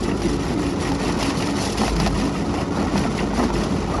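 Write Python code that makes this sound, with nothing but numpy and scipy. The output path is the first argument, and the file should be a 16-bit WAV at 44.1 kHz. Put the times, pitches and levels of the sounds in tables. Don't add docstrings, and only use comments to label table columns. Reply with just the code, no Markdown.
import sys
import numpy as np
from scipy import signal
from scipy.fft import rfft, irfft
from scipy.io import wavfile

SR = 44100
rng = np.random.default_rng(int(sys.argv[2]) if len(sys.argv) > 2 else 0)


def store_pcm(level_fs):
    pcm = np.round(np.clip(level_fs, -1, 1) * 32767).astype(np.int16)
    wavfile.write(sys.argv[1], SR, np.atleast_2d(pcm).T)


N = 176400
T = np.arange(N) / SR

# (time [s], level [dB])
MOTOR_LEVELS = [(0, -31), (.46, -30), (.6, -37), (.7, -32.5), (1.35, -37), (1.65, -37), (1.78, -29.5),
                (2.05, -27), (2.6, -36), (3.5, -32), (3.65, -23.5), (3.8, -33.5), (4, -20.5)]
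# (time [s], level [dB])
GEAR_LEVELS = [(0, -39), (.4, -29.5), (1.5, -30), (1.9, -47), (2.4, -31.5), (2.8, -32), (4, -34)]
# (time [s], level [dB])
RUMBLE_LEVELS = [(0, -24), (.5, -27), (.8, -26), (1.7, -26), (2.1, -26), (2.45, -25.5), (3.0, -25),
                 (4, -26)]
# (pitch [Hz], width [Hz], level [dB])
FRAME_RESONANCES = [(79.5, 9.8, -3), (103.2, 8.7, -9.5), (146, 12, -6.5), (170.6, 4.6, -1.5), (195, 12, 1),
                    (215, 10, -3.5), (252.4, 17.6, -6), (285.8, 16, -2.5), (348.5, 16.4, -1.5),
                    (384.6, 28, -7.5), (428.6, 10.8, -6.5), (473.8, 26, -9.5)]
# (time [s], level [dB])
CLATTER_LEVELS = [(0, -35), (.75, -33), (1.1, -30), (1.9, -32), (2.65, -33.5), (3.0, -30), (3.3, -32),
                  (3.6, -30), (4, -33.5)]
# (time [s], level [dB])
CRINKLE_LEVELS = [(0, -39), (.3, -48.5), (.7, -43.5), (1.1, -40), (1.8, -37), (2.2, -40.5), (2.5, -46.5),
                  (3.1, -45.5), (4, -47.5)]
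# (middle time [s], length [s], pitch [Hz], level [dB])
HOUSING_GROANS = [(0.263, 0.022, 340, -21), (0.525, 0.042, 229, -23), (0.57, 0.06, 340, -24),
                  (0.63, 0.083, 280, -27), (1.17, 0.035, 189.7, -25), (1.823, 0.047, 235, -21),
                  (2.04, 0.15, 176, -23.5), (2.2, 0.03, 186.3, -21.5), (2.259, 0.071, 278, -22.5),
                  (2.814, 0.045, 224.5, -24.5), (2.874, 0.059, 245, -26.5), (2.964, 0.056, 201.4, -20),
                  (3.087, 0.051, 215, -23.5), (3.429, 0.087, 248.5, -22.5), (3.588, 0.094, 207.6, -23.5)]
# (time [s], level [dB], pitch [Hz])
LUMP_KNOCKS = [(0.918, -16, 836), (1.092, -19.5, 870), (1.423, -20, 746), (1.817, -15, 736),
               (1.836, -14, 830), (1.88, -14, 710), (2.068, -16, 775), (2.353, -21, 1240),
               (2.541, -17, 850), (2.864, -19, 790), (2.957, -15.5, 920), (3.053, -16.5, 690),
               (3.334, -20, 830), (3.503, -13, 925)]
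# (time [s], level [dB])
BRITTLE_SNAPS = [(0.218, -20.5), (0.918, -20.5), (1.208, -18.5), (1.226, -15), (1.302, -20), (1.422, -19),
                 (1.4706, -23), (1.774, -20.5), (1.834, -22), (1.8785, -17), (1.964, -18.5),
                 (1.9994, -13.5), (2.0618, -14), (2.074, -17), (2.1987, -21), (2.977, -17.5), (3.16, -32),
                 (3.437, -19.5), (3.636, -22)]
# (start [s], length [s], crunch [dB], rip [dB], crackle [dB])
KNIFE_BITES = [(0.018, 0.12, -29.5, -35, -44), (0.197, 0.18, -34.5, -36.5, -36),
               (0.38, 0.17, -32, -37.5, -39), (0.567, 0.15, -35.5, -36, -39),
               (0.783, 0.13, -29.5, -32.5, -35.5), (0.989, 0.13, -31, -33, -35.5),
               (1.166, 0.16, -35.5, -31.5, -34), (1.34, 0.19, -43, -33.5, -34.5),
               (1.552, 0.16, -28.5, -33, -31.5), (1.764, 0.15, -26.5, -31.5, -31.5),
               (1.975, 0.11, -27, -30.5, -34), (2.13, 0.17, -29.5, -35, -37),
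               (2.326, 0.12, -43, -36.5, -41), (2.525, 0.12, -31.5, -36, -40.5),
               (2.734, 0.12, -27.5, -37.5, -40.5), (2.918, 0.16, -29, -34.5, -37.5),
               (3.147, 0.085, -30, -31, -36), (3.329, 0.13, -25, -32, -36), (3.526, 0.14, -32, -36.5, -36),
               (3.67, 0.14, -44, -58, -42.5), (3.871, 0.15, -27.5, -41, -41)]

# (frequency [Hz], level [dB])
THUD_TONE = [(10, -36), (38, -20.5), (70, -1), (130, 0), (220, -2.5), (400, -3.5), (600, -15.5),
             (1500, -34), (4000, -84)]
# (frequency [Hz], level [dB])
CLATTER_TONE = [(200, -13), (700, 2), (1000, 1), (1380, -3.5), (1650, -12), (1870, -8), (2200, -10),
                (2800, -13), (3700, -17.5), (4700, -16), (5800, -17.5), (7000, -23), (9700, -28),
                (11500, -42)]
# (frequency [Hz], level [dB])
SNAP_TONE = [(150, -22), (700, 11), (1500, 4), (3600, -1), (5000, 4), (7200, -7.5), (12000, -16.5)]
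# (frequency [Hz], level [dB])
CRUNCH_TONE = [(35, -37), (180, -7), (300, 3), (520, -1), (750, 2), (950, -2), (1200, -3), (1400, -8),
               (1650, -13.5), (3000, -26.5), (8000, -65)]
# (frequency [Hz], level [dB])
RIP_TONE = [(500, -17), (1400, -30.5), (1700, -1), (1850, 10.5), (2150, 4.5), (2700, 7), (3300, -3),
            (4200, -17), (9000, -62)]
# (frequency [Hz], level [dB])
CRACKLE_TONE = [(800, -25.5), (2800, 0.5), (3800, 1.5), (4600, 5), (5900, 3.5), (6900, -3.5), (7600, -1),
                (9700, -1.5), (11500, -10), (12500, -49)]


def amp(db):
    return 10 ** (np.asarray(db) / 20)


def unit(x):
    return x / np.sqrt(np.mean(x ** 2) + 1e-20)


def level(points):
    return amp(np.interp(T, *np.transpose(points)))


def add(mix, start_s, sound):
    part = mix[max(round(start_s * SR), 0):][:len(sound)]
    part += sound[:len(part)]


def wander(rate_hz):
    f = np.fft.rfftfreq(N, 1 / SR)
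    return unit(irfft(rfft(rng.standard_normal(N)) * (f > 0) / (1 + (f / rate_hz) ** 4), N))


def colour(x, tone, size=4096):
    hz, db = np.transpose(tone)
    f = abs(np.fft.fftfreq(size, 1 / SR))
    log_gain = np.log(amp(np.interp(np.log(f + 1), np.log(hz), db)))
    response = np.fft.ifft(np.exp(np.conj(signal.hilbert(log_gain)))).real
    return signal.oaconvolve(x, response)[:len(x)]


def ring(x, hz, width_hz):
    return signal.lfilter(*signal.iirpeak(hz, hz / width_hz, fs=SR), x)


def clicks(per_s, spread_db):
    size = amp(spread_db * np.minimum(rng.exponential(1, N), 3.38))
    return unit(size * rng.choice([-1., 1.], N) * (rng.random(N) < per_s / SR))


def hopper(x, echo_db, echo_s, dwell_s=0.011, places=14, size=4096):
    t = np.arange(size) / SR
    echoes = rng.standard_normal((places, size)) * (rng.random((places, size)) < .2)
    echoes *= (t > .0005) * amp(-60 * t / echo_s)
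    echoes /= np.linalg.norm(echoes, axis=1, keepdims=True)
    place = rng.integers(0, places, N)[(T / dwell_s).astype(int)]
    tearing_here = place == np.arange(places)[:, None]
    return x + amp(echo_db) * signal.oaconvolve(x * tearing_here, echoes, axes=1).sum(0)[:N]


def plastic(force, tone, per_s, spread_db, clump_db, clump_hz, echo_db, echo_s):
    cracks = unit(clicks(per_s, spread_db) * amp(clump_db * wander(clump_hz))) * force
    shaped = colour(hopper(cracks, echo_db, echo_s), tone)
    return unit(shaped) * np.sqrt(np.mean(force ** 2))


def grip(start, length, roundness=0.45):
    progress = np.clip((T - start) / length, 0, 1)
    return abs(np.sin(np.pi * progress)) ** roundness


def wavering_phase(hz, wobble_hz, rate_hz):
    return 2 * np.pi * np.cumsum(hz + wobble_hz * wander(rate_hz)) / SR


def motor():
    hum = np.sin(wavering_phase(hz=52.2, wobble_hz=2, rate_hz=16.6))
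    return amp(1) * level(MOTOR_LEVELS) * hum * amp(3.9 * wander(5.2))


def gears():
    phase = wavering_phase(hz=281, wobble_hz=6.74, rate_hz=20.9)
    note, octave = (unit(np.sin(k * phase) * amp(3.5 * wander(9))) for k in (1, 2))
    return level(GEAR_LEVELS) * (note + amp(-12.5) * octave)


def frame(load_db=1):
    thuds = unit(colour(clicks(per_s=700, spread_db=3.5), THUD_TONE))
    ringing = np.zeros(N)
    for hz, width, db in FRAME_RESONANCES:
        blows = clicks(per_s=400, spread_db=1.9)
        ringing += amp(db) * unit(ring(ring(blows, hz, width), hz, 4 * width))
    rumble = amp(-1) * unit(ringing) + amp(-1.5) * thuds
    load = sum(grip(start, length) for start, length, *_ in KNIFE_BITES)
    return level(RUMBLE_LEVELS) * amp(load_db * (load - load.mean())) * rumble


def scraps():
    clatter = plastic(level(CLATTER_LEVELS), CLATTER_TONE, per_s=2400, spread_db=3,
                      clump_db=1.1, clump_hz=43.4, echo_db=-1.5, echo_s=0.072)
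    crinkle = plastic(level(CRINKLE_LEVELS), CRACKLE_TONE, per_s=2100, spread_db=-2,
                      clump_db=4, clump_hz=33.4, echo_db=8, echo_s=0.02)
    return clatter + crinkle


def groans():
    out = np.zeros(N)
    for middle, length, hz, db in HOUSING_GROANS:
        swell = np.exp(-2 * ((T - middle) / length) ** 2)
        note = np.sqrt(2) * np.sin(wavering_phase(hz, wobble_hz=26, rate_hz=44.7))
        out += amp(db) * swell * note
    return out


def knocks(gain_db=2, thump_decay_s=0.0036, grit_decay_s=0.0071, size=2048):
    t = np.arange(size) / SR
    out = np.zeros(N)
    for start, db, hz in LUMP_KNOCKS:
        thump = np.sin(2 * np.pi * hz * t) * np.exp(-t / thump_decay_s)
        grit = unit(ring(rng.standard_normal(size), hz, width_hz=110)) * np.exp(-t / grit_decay_s)
        add(out, start, amp(db + gain_db) * (thump + amp(-15.5) * grit))
    return out


def snaps(gain_db=-1, rise_s=0.00081, decay_s=0.0059, size=2048):
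    t = np.arange(size) / SR
    burst = np.minimum(t / rise_s, 1) * np.exp(-t / decay_s)
    out = np.zeros(N)
    for start, db in BRITTLE_SNAPS:
        add(out, start, amp(db + gain_db) * rng.standard_normal(size) * burst)
    return colour(hopper(out, echo_db=-29, echo_s=0.05), SNAP_TONE)


def bites():
    crunch_force, rip_force, crackle_force = sum(
        amp(levels_db)[:, None] * grip(start, length) for start, length, *levels_db in KNIFE_BITES)
    crunch = plastic(crunch_force, CRUNCH_TONE, per_s=1300, spread_db=2.5,
                     clump_db=2.5, clump_hz=58.6, echo_db=2, echo_s=0.034)
    rip = plastic(rip_force, RIP_TONE, per_s=900, spread_db=0.5,
                  clump_db=3, clump_hz=70, echo_db=7, echo_s=0.045)
    crackle = plastic(crackle_force, CRACKLE_TONE, per_s=1100, spread_db=1.5,
                      clump_db=0.5, clump_hz=130, echo_db=2, echo_s=0.0096)
    return crunch + amp(-3) * rip + amp(-0.58) * crackle


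def scene():
    background = motor() + gears() + frame() + scraps()
    shredding = groans() + knocks() + snaps() + bites()
    return (background + shredding)[None]


def record(dry, notch_hz=8360, notch_width_hz=408, notch_db=-27, ceiling_db=-8, top_hz=12400):
    f = np.fft.rfftfreq(N, 1 / SR)
    notch = amp(notch_db * np.exp(-((f - notch_hz) / notch_width_hz) ** 2))
    notched = irfft(rfft(dry) * notch, N)
    rounded = notched / (1 + (notched / amp(ceiling_db)) ** 4) ** (1 / 4)
    low_pass = signal.firwin(401, top_hz, window=("kaiser", 9), fs=SR)
    return signal.oaconvolve(rounded, low_pass[None], "same")


dry = scene()
out = record(dry)
store_pcm(out)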